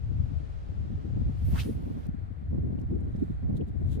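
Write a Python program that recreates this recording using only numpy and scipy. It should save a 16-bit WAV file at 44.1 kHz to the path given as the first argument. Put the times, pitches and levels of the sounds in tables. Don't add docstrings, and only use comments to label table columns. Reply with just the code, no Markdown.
import sys
import numpy as np
from scipy import signal
from scipy.fft import rfft, irfft, next_fast_len
from scipy.io import wavfile
from scipy.ndimage import map_coordinates

SR = 44100
rng = np.random.default_rng(int(sys.argv[2]) if len(sys.argv) > 2 else 0)


def generate_wav(sig):
    pcm = np.round(np.clip(np.atleast_2d(sig).T, -1, 1) * 32767).astype(np.int16)
    wavfile.write(sys.argv[1], SR, pcm)


N = 176400
EDIT_S = 2.069

# frequency in Hz, left-right correlation.
WIND_IMAGE = [(60, -0), (130, 0.14), (290, -0.6), (600, -0.72)]
ROD_IMAGE = [(700, -0.47), (1200, -0.38), (1800, .2), (3000, 0.43), (6000, 0.041)]
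CLOSE_IMAGE = [(3000, 0)]
# frequency in Hz, relative level in dB.
TURBULENCE_TONE = [(400, 0), (800, -0.5), (2000, 4), (4500, -0.5), (7500, -7), (10000, -9), (15000, -15.5)]


def amp(db):
    return 10 ** (np.asarray(db) / 20)


def along(points, hz):
    freqs, values = np.transpose(points)
    return np.interp(np.log(hz + 1), np.log(freqs + 1), values)


def curves(rows, t):
    times, *columns = np.transpose(rows)
    return [np.interp(t, times, column) for column in columns]


def wobble(rate):
    return map_coordinates(rng.standard_normal(2000), [np.arange(N) * rate / SR], mode="wrap")


def swell(t, middle, half):
    return np.exp(-.5 * ((t - middle) / half) ** 2)


def filtered(x, response):
    size = next_fast_len(N + SR // 2)
    return irfft(rfft(x, size) * response(np.fft.rfftfreq(size, 1 / SR)), size)[..., :N]


def rush(colour, image):
    def mid_side_gains(hz):
        angle = np.arccos(np.clip(along(image, hz), -.95, .95)) / 2
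        return colour(hz) * np.array([np.ones_like(hz), np.tan(angle)])

    mid, side = filtered(rng.standard_normal((2, N)), mid_side_gains)
    return np.array([mid + side, mid - side]) / (mid.std() + 1e-12)


def shape(points):
    return lambda hz: amp(along(points, hz))


def band(centre, octaves):
    return lambda hz: np.exp(-.5 * (np.log2((hz + 1) / centre) / octaves) ** 2)


def pan(x, left_db):
    return x * amp(np.array([[.5], [-.5]]) * left_db)


def water(t):
    # frequency in Hz, relative level in dB.
    bright_tone = [(150, 0), (400, 3), (750, -2), (1000, -9.5), (1500, -9), (1900, -10.5), (3000, -15),
                   (4500, -19.5), (9000, -31.5), (11000, -41.5), (15000, -50.5)]
    dull_tone = [(150, -0.5), (400, -6.5), (750, -3.5), (950, -14.5), (1400, -11.5), (2000, -12),
                 (2800, -22), (4400, -26), (5200, -33.5), (7300, -37.5), (7950, -32), (8600, -40.5),
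                 (15000, -44.5)]
    # frequency in Hz, left-right correlation.
    image = [(700, -0.58), (1300, -0.76), (1900, 0.22), (2500, 0.32), (3300, 0.032), (4200, 0.073),
             (10000, -0.15)]
    bright = amp(-60.5) * rush(shape(bright_tone), image)
    dull = amp(-64) * rush(shape(dull_tone), image)
    splice_click = amp(-63.5) * swell(t, EDIT_S, half=0.0014) * rush(np.ones_like, CLOSE_IMAGE)
    return np.where(t < EDIT_S, bright, dull) * amp(1.1 * wobble(3.3)) + splice_click


def puff(t, middle, half, hz):
    push = swell(t, middle, half)
    colour = lambda f: band(hz, octaves=np.where(f < hz, .8, .42))(f)
    thump = push * rush(colour, WIND_IMAGE)
    return thump * np.sqrt(np.mean(push ** 2) / np.mean(thump ** 2))


def wind(t):
    # time in seconds, relative level in dB.
    gust_ride = [(0, -35), (0.06, -30), (0.24, -29), (0.31, -39), (0.38, -29), (0.47, -38.5), (0.66, -39),
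                 (0.94, -33.5), (1.03, -38.5), (1.2, -26.5), (1.39, -32), (1.47, -24.5), (1.65, -34.5),
                 (2.05, -37), (2.44, -43.5), (2.52, -32.5), (2.95, -32.5), (3.17, -31), (3.39, -33.5),
                 (3.5, -28), (3.66, -38.5), (3.88, -27.5), (4, -33)]
    eddy_ride = [(0, -56.5), (0.15, -44), (0.4, -47.5), (0.55, -61), (0.8, -44.5), (1.1, -41.5), (1.3, -37),
                 (1.39, -59), (1.49, -31), (1.6, -40), (1.8, -36), (2.05, -43), (2.25, -53), (2.47, -54.5),
                 (2.54, -33), (2.8, -34), (2.86, -40), (2.95, -37.5), (3.2, -38.5), (3.39, -50),
                 (3.49, -29), (3.59, -34.5), (3.7, -40.5), (4, -37.5)]
    # frequency in Hz, relative level in dB.
    rumble_tone = [(20, -13.5), (40, -16), (70, 1.5), (100, -3), (140, -9), (200, -27), (300, -49),
                   (1500, -93.5)]
    flutter_tone = [(60, -16.5), (130, 6.5), (210, 4), (300, -5), (390, -13), (500, -19), (740, -28),
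                    (950, -35.5), (3000, -77.5)]
    # time in seconds, lean to the left in dB.
    lean = [(0, 8), (.55, 11), (.8, 5), (1.3, 5), (1.5, -2), (1.7, -1.5), (2.05, -1), (2.33, 15), (2.55, 1),
            (3.0, 2.5), (3.3, -3.5), (4, 7.5)]
    # peak time and half length in seconds, centre in Hz, level in dB.
    big_eddies = [(0.155, .008, 169, -43), (0.322, 0.01, 173, -36), (0.724, 0.0047, 253, -39),
                  (0.954, 0.0063, 108, -25.5), (1.054, 0.0084, 264, -37.5), (1.543, 0.0061, 177, -26),
                  (1.677, 0.02, 297, -33.5), (1.697, 0.0066, 285, -27.5), (1.708, 0.014, 147, -29),
                  (2.093, 0.0051, 156, -26.5), (2.147, 0.0047, 186, -35), (2.498, 0.021, 82.7, -30.5),
                  (2.584, 0.0064, 219, -28.5), (2.651, 0.022, 253, -34.5), (2.927, 0.017, 240, -29),
                  (2.964, 0.014, 338, -38), (3.079, 0.017, 295, -41.5), (3.228, 0.01, 243, -24.5),
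                  (3.305, 0.0061, 229, -28), (3.607, 0.017, 300, -31.5), (3.994, 0.021, 298, -34.5)]
    gust_db, = curves(gust_ride, t)
    eddy_db, = curves(eddy_ride, t)
    left_db, = curves(lean, t)
    rumble = amp(gust_db - 2.5 + 1.8 * wobble(30.14)) * rush(shape(rumble_tone), WIND_IMAGE)
    drone = amp(-45.5) * rush(band(52.5, octaves=0.33), WIND_IMAGE)
    lumps_db = 4.3 * wobble(85)
    flutter = amp(eddy_db - 5.5 + lumps_db) * rush(shape(flutter_tone), WIND_IMAGE)
    puffs = sum(amp(db) * puff(t, at, half, hz) for at, half, hz, db in big_eddies)
    return pan(rumble, left_db - .7) + drone + pan(flutter + puffs, left_db + 0.5)


def jacket(t):
    # peak time and half length in seconds, level in dB.
    rustles = [(3.224, 0.096, -78), (3.572, 0.009, -65.5), (3.685, 0.014, -75), (3.87, 0.068, -79.5),
               (3.933, 0.023, -64.5)]
    # frequency in Hz, relative level in dB.
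    nylon_tone = [(1500, -35), (2800, -6), (3700, 0), (5000, -13), (7000, -7.5), (10000, -11.5),
                  (15000, -15)]
    creases_per_s, crease_decay_s, crease_db = 450, .0012, 4
    rub = sum(amp(db) * swell(t, at, half) for at, half, db in rustles)
    snaps = (rng.random(N) < creases_per_s / SR) * rng.random(N)
    creases = signal.lfilter([1], [1, -np.exp(-1 / (crease_decay_s * SR))], snaps)
    grain = 1 + amp(crease_db) * creases
    grain /= np.sqrt(np.mean(grain ** 2))
    return pan(rub * grain * rush(shape(nylon_tone), CLOSE_IMAGE), left_db=-2.0)


def tackle(t):
    # start in seconds, pitch in Hz, width in octaves, level in dB.
    ticks = [(2.788, 2820, .2, -66), (2.798, 7000, .9, -69), (2.813, 5800, 0.71, -66.5),
             (3.007, 7700, 0.23, -71.5), (3.16, 5400, .12, -68), (3.569, 3900, 0.22, -63),
             (3.609, 2950, .13, -55)]
    attack_s, t60_s = 0.001, 0.032
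    ring = lambda at: np.clip((t - at) / attack_s, 0, 1) * amp(-60 * np.abs(t - at) / t60_s)
    return sum(amp(db) * ring(at) * rush(band(hz, width), CLOSE_IMAGE) for at, hz, width, db in ticks)


def line(t):
    # time in seconds, level in dB.
    run_ride = [(1.22, -93.5), (1.32, -87), (1.41, -77.5), (1.47, -66), (1.53, -68), (1.6, -55),
                (1.69, -67), (1.79, -78), (2.06, -80)]
    # frequency in Hz, relative level in dB.
    hiss_tone = [(3000, -23), (7000, -17), (9500, -4.5), (11200, -13), (12500, -6), (15500, -8)]
    # peak time and half length in seconds, pitch in Hz, width in octaves, level in dB.
    zings = [(1.51, 0.035, 12400, 0.11, -65), (1.662, 0.048, 9960, 0.028, -68),
             (1.853, 0.042, 10000, 0.022, -87)]
    level_db, = curves(run_ride, t)
    hiss = amp(level_db + wobble(120)) * (t < EDIT_S) * rush(shape(hiss_tone), CLOSE_IMAGE)
    song = sum(amp(db) * swell(t, at, half) * rush(band(hz, width), CLOSE_IMAGE)
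               for at, half, hz, width, db in zings)
    return pan(hiss + song, left_db=5.5)


def slipstream(t):
    peak_s, peak_db, rise_db_per_s, fall_db_per_s = 1.619, -56, 73, 111
    level_db = peak_db + np.minimum(rise_db_per_s * (t - peak_s), fall_db_per_s * (peak_s - t))
    return amp(level_db) * rush(shape(TURBULENCE_TONE), ROD_IMAGE)


def rod(t):
    # time in seconds, pitch of the shaft's vortices in Hz, level in dB.
    swing = [(1.49, 400, -79), (1.527, 525, -61.5), (1.552, 740, -50.5), (1.575, 1310, -46.5),
             (1.592, 2030, -44), (1.607, 2960, -44.5), (1.626, 3100, -53.5), (1.66, 2500, -66.5)]
    wake_octaves, tip_ratio, tip_db, turbulence_db, roughness_db = 0.34, 1.8, -11, -5, 2
    frames = dict(fs=SR, nperseg=512, noverlap=448)
    hz, frame_times, noise = signal.stft(rush(np.ones_like, ROD_IMAGE), **frames)
    pitch, _ = curves(swing, frame_times)
    shaft = band(pitch, wake_octaves)(hz[:, None])
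    tip = band(tip_ratio * pitch, wake_octaves)(hz[:, None])
    wake = shaft + amp(tip_db) * tip
    wake /= np.sqrt(np.mean(wake ** 2, axis=0))
    whistle = signal.istft(noise * wake, **frames)[1][:, :N]
    _, level_db = curves(swing, t)
    swinging = (t > swing[0][0]) & (t < swing[-1][0])
    envelope = amp(level_db + roughness_db * wobble(260)) * swinging
    turbulence = amp(turbulence_db) * rush(shape(TURBULENCE_TONE), ROD_IMAGE)
    return pan(envelope * (whistle + turbulence), left_db=-1.3)


def scene():
    t = np.arange(N) / SR
    return wind(t) + water(t) + rod(t) + slipstream(t) + line(t) + jacket(t) + tackle(t)


def record(dry):
    return filtered(dry, lambda hz: hz < 15600)


dry = scene()
out = record(dry)
generate_wav(out)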